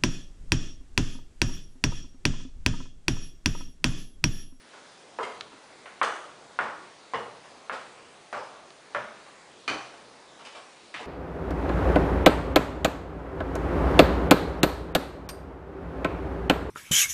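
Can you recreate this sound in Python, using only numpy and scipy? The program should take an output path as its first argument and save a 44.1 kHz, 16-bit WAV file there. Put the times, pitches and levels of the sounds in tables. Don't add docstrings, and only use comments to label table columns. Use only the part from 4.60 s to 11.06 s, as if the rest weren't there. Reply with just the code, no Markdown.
import sys
import numpy as np
from scipy import signal
from scipy.io import wavfile
from scipy.ndimage import uniform_filter1d

SR = 44100
rng = np.random.default_rng(int(sys.argv[2]) if len(sys.argv) > 2 else 0)


def wrap_up_sound(samples):
    columns = np.atleast_2d(samples).T
    tamed = np.clip(columns, -1, 1)
    steps = np.round(tamed * 32767).astype(np.int16)
    wavfile.write(sys.argv[1], SR, steps)


N = 284886

# start_s, heel_db, knock_centre_hz, edge_click_db,
# floor_thud_db, thud_centre_hz, lower_board_hz, upper_board_hz, board_ring_db, room_db, sole_db
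FOOTSTEPS = [(0.5877, -8, 1126, -22, -1.5, 140, 442, 997, 1.5, 2.5, -9.5),
             (1.4146, 1, 1290, -46, -14, 220, 472, 1133, -7.5, 3, -8),
             (1.9893, 0, 1303, -22, -3.5, 168, 1124, 1430, -1.5, 0.5, -6.5),
             (2.5358, -6, 930, -18, 6.5, 135, 470, 1053, 2.5, 2.5, -14.5),
             (3.0969, -5, 1375, -33, 0, 149, 820, 1394, -7, -2, -9),
             (3.728, -9, 1100, -15.5, -4, 150, 512, 863, -2.5, 4, -7.5),
             (4.3482, -4.5, 1387, -18.5, 3.5, 210, 591, 1760, 0.5, 1, -13),
             (5.0792, -7.5, 1570, -5, 10, 94, 313, 1321, 2, 2.5, -4.5),
             (6.3419, -17.5, 2020, -9, 7, 134, 304, 2270, -1, 4.5, -18)]


def heels(level_db=8, thud_db=-13, board_db=-13, heel_ring_db=-11, heel_t60_s=0.0079,
          board_t60_s=0.081, ring_room_db=-7, weight_delay_s=0.01172):
    # nominal_hz, level_db, t60_s
    joist_modes = [(57.7, -30, 0.22), (92.4, -23.5, 0.18), (131.3, -14.5, 0.18), (201.4, -21, 0.53),
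                   (224.3, -12, 0.15), (321, -35, 0.13)]
    upper_mode_db = -1
    thud_db_per_octave = 5.5
    out = np.zeros(N)
    for (start_s, heel_db, centre_hz, edge_db, floor_db, thud_hz,
         lower_hz, upper_hz, ring_db, room_db, _) in FOOTSTEPS:
        board = ring(lower_hz, board_t60_s) + amp(upper_mode_db) * ring(upper_hz, board_t60_s)
        wood = amp(board_db + ring_db) * board + amp(heel_ring_db) * ring(centre_hz, heel_t60_s)

        detunings = rng.uniform(0.95, 1.03, len(joist_modes))
        thud = 0
        for (hz, mode_db, t60_s), detuning in zip(joist_modes, detunings):
            octaves_away = abs(np.log2(hz / thud_hz))
            mode_gain = amp(mode_db - thud_db_per_octave * octaves_away)
            thud = thud + mode_gain * ring(hz * detuning, t60_s)
        add(wood, weight_delay_s, amp(thud_db + floor_db) * thud)

        step_gain = amp(level_db + heel_db)
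        add(out, start_s, step_gain * room(wood, room_db + ring_room_db))
        add(out, start_s, step_gain * room(shoe(centre_hz, edge_db), room_db))
    return out


def soles(level_db=3):
    # earliest_s, latest_s
    push_off_delay = (.18, 0.33)
    sole_delay_s = 0.021
    push_off_db = -23.5
    out = np.zeros(N)
    for start_s, *_, sole_db in FOOTSTEPS:
        slap = rub(centre_hz=853, grit_db=-11.5, settle_s=0.032)
        add(out, start_s + sole_delay_s, amp(level_db + sole_db) * slap)
        brush = rub(centre_hz=1100, grit_db=-9.5, settle_s=0.009)
        add(out, start_s + rng.uniform(*push_off_delay), amp(level_db + push_off_db) * brush)
    return out


def extra_contacts(level_db=3):
    # start_s, contact_db, centre_hz, grit_db, die_away_s
    shoe_contacts = [(0.135, -19, 1180, -7.5, 0.016), (0.630, -8.5, 1250, -5.5, 0.0024),
                     (0.91, -19.5, 201, -23, .019), (1.2575, -18, 1640, -10, 0.0015),
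                     (1.430, -9, 1440, 4.5, 0.0014), (2.540, -11, 2130, -34, 0.0079),
                     (3.125, -16, 1200, 0, 0.014), (5.082, -12, 1500, 0, 0.0043),
                     (5.791, -19, 950, -5, 0.028), (5.85, -19, 1100, 2.5, 0.022),
                     (5.947, -14.5, 900, -5, 0.025), (6.341, -12, 2080, -8, .012),
                     (6.392, -10, 800, -9, .017)]
    out = np.zeros(N)
    for start_s, contact_db, centre_hz, grit_db, die_away_s in shoe_contacts:
        add(out, start_s, amp(level_db + contact_db) * rub(centre_hz, grit_db, die_away_s))
    return out


def rub(centre_hz, grit_db, settle_s, room_db=4, grains_per_s=4000, size=9000):
    t = np.arange(size) / SR
    struck = rng.random(size) < grains_per_s / SR
    grains = rng.standard_normal(size) * struck * np.exp(-t / settle_s)
    grains /= np.linalg.norm(grains) + 1e-9
    return room(signal.fftconvolve(grains, shoe(centre_hz, grit_db)), room_db)


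def shoe(centre_hz, grit_db):
    # multiple_of_centre, level_db
    knock_spectrum = [(.04, -43), (.12, -26.5), (.25, -11), (.42, -4), (.7, -1), (1, 3), (1.35, -0.5),
                      (1.75, -6.5), (2.8, -21), (4.5, -51), (9, -55.5)]
    # frequency_hz, level_db
    grit_spectrum = [(100, -38.5), (1000, -9.5), (2000, -5), (2400, -0.5), (3050, -0.5), (3700, -6),
                     (4250, -6.5), (5300, -8), (6150, -11.5), (7000, -12), (10000, -19)]
    hz = bins()
    knock = amp(read(knock_spectrum, hz / centre_hz))
    grit = amp(grit_db + read(grit_spectrum, hz))
    return pulse(np.hypot(knock, grit))


def clack(level_db=-17, room_db=0):
    # start_s, blow_db
    bounces = [(5.0783, 3), (5.0862, -6.5), (5.094, -12), (5.1015, -19)]
    # mode_hz, mode_db, t60_s
    piece_modes = [(2350, -1, .06), (2450, 5, 0.031), (3020, 1, 0.034), (4230, -6, 0.05), (4500, -2, 0.031),
                   (4780, -10.5, .04), (6030, -6.5, 0.021)]
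    blow = sum(amp(mode_db) * ring(hz, t60_s) for hz, mode_db, t60_s in piece_modes)
    blows = np.zeros(N)
    for start_s, blow_db in bounces:
        add(blows, start_s, amp(blow_db) * blow)
    return amp(level_db) * room(blows, room_db)[:N]


def tick(level_db=3, room_db=-20):
    # start_s, tick_db
    tick_times = [(0.8097, -6), (4.1052, -22.5)]
    # frequency_hz, level_db
    tick_spectrum = [(300, -31), (800, -13), (1200, 1.5), (2000, -1.5), (2600, -0.5), (3200, 0.5),
                     (4100, 4), (5000, -6), (7000, -15), (10000, -33)]
    rebound_s, rebound_db = 0.0023, -6.5
    click = pulse(amp(read(tick_spectrum, bins())))
    out = np.zeros(N)
    for start_s, tick_db in tick_times:
        sound = amp(level_db + tick_db) * room(click, room_db)
        add(out, start_s, sound)
        add(out, start_s + rebound_s, amp(rebound_db) * sound)
    return out


def hiss(level_db=-51.5, uneven_db=1.53):
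    # frequency_hz, level_db_per_hz
    hiss_spectrum = [(25, -29), (60, -19), (100, -20), (140, -9), (200, -9), (420, -3.5), (880, -5.5),
                     (1400, -8.5), (2200, -11.5), (3000, -14), (4000, -13), (5500, -17.5), (10000, -23)]
    hz = bins(size=1024)
    real, imaginary, unevenness = rng.standard_normal((N // 256 + 5, len(hz), 3)).T
    unevenness = uniform_filter1d(unevenness, size=20, axis=0)
    unevenness = evened(uniform_filter1d(unevenness, size=24, axis=1))
    gain = amp(read(hiss_spectrum, hz)[:, None] + uneven_db * unevenness)
    noise = signal.istft((real + 1j * imaginary) * gain, nperseg=1024, noverlap=768)[1][:N]
    return amp(level_db) * evened(noise)


def room(x, room_db, build_s=0.0012, early_db=-4, early_s=0.0067, walls_db=-1, size=40000):
    # frequency_hz, t60_s
    tail_decay = [(100, 0.53), (260, 0.5), (700, 0.6725), (1800, 0.57), (4500, 0.63), (9000, 0.96)]
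    # frequency_hz, level_db
    tail_colour = [(60, 2.6), (150, 9), (300, 6), (450, 13.4), (700, 7.2), (1100, 8), (2000, 6.2),
                   (4000, 5.3), (9000, 1.6)]
    # nominal_delay_s, relative_gain (a plain factor)
    near_walls = [(.0017, 0.6), (.0042, 0.54), (.0085, 0.086), (0.0106, 0.19), (0.0139, .28), (.0195, 0.6),
                  (0.0234, 0.41)]
    t = np.arange(size) / SR

    echoes = rng.choice([-1., 1.], size) * (rng.random(size) < 5000 / SR)
    hz, age_s, z = signal.stft(echoes, SR, nperseg=256)
    decay = np.exp(-np.log(1000) * age_s / read(tail_decay, hz)[:, None])
    z = z * decay * amp(read(tail_colour, hz))[:, None]
    tail = signal.istft(z, SR, nperseg=256)[1][:size] / np.sqrt(250)

    tail *= 1 - np.exp(-(t / build_s) ** 2)
    tail *= 1 + amp(early_db) * np.exp(-t / early_s)

    shifts = rng.uniform(0.85, 1.15, len(near_walls))
    for (delay_s, gain), shift in zip(near_walls, shifts):
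        tail[int(delay_s * shift * SR)] += gain * amp(walls_db)
    tail *= amp(room_db)
    tail[0] += 1
    return signal.fftconvolve(x, tail)


def ring(hz, t60_s, size=12000):
    t = np.arange(size) / SR
    decay = np.exp(-np.log(1000) * t / t60_s)
    swell = 1 - np.exp(-(hz * t) ** 2)
    mode = np.sin(2 * np.pi * hz * t) * decay * swell
    return mode / np.linalg.norm(mode)


def pulse(gain):
    mirrored = np.r_[gain, gain[-2:0:-1]]
    log_gain = np.log(np.maximum(mirrored, 1e-5))
    spectrum = np.exp(np.conj(signal.hilbert(log_gain)))
    return np.fft.ifft(spectrum).real[:len(gain)]


def amp(db):
    return 10 ** (np.asarray(db) / 20)


def evened(x):
    return x / np.sqrt(np.mean(x ** 2) + 1e-20)


def read(points, hz):
    f, value = np.transpose(points)
    return np.interp(np.log(hz + 1e-6), np.log(f), value)


def add(mix, start_s, sound):
    part = mix[round(start_s * SR):][:len(sound)]
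    part += sound[:len(part)]


def bins(size=4096):
    return np.fft.rfftfreq(size, 1 / SR)


def scene():
    return (heels() + soles() + extra_contacts() + clack() + tick() + hiss())[None]


def record(dry):
    cutoff_hz = 10120
    lowpass = signal.firwin(1023, cutoff_hz, window=("kaiser", 8), fs=SR)
    return signal.oaconvolve(dry, lowpass[None], "same")


dry = scene()
out = record(dry)
wrap_up_sound(out)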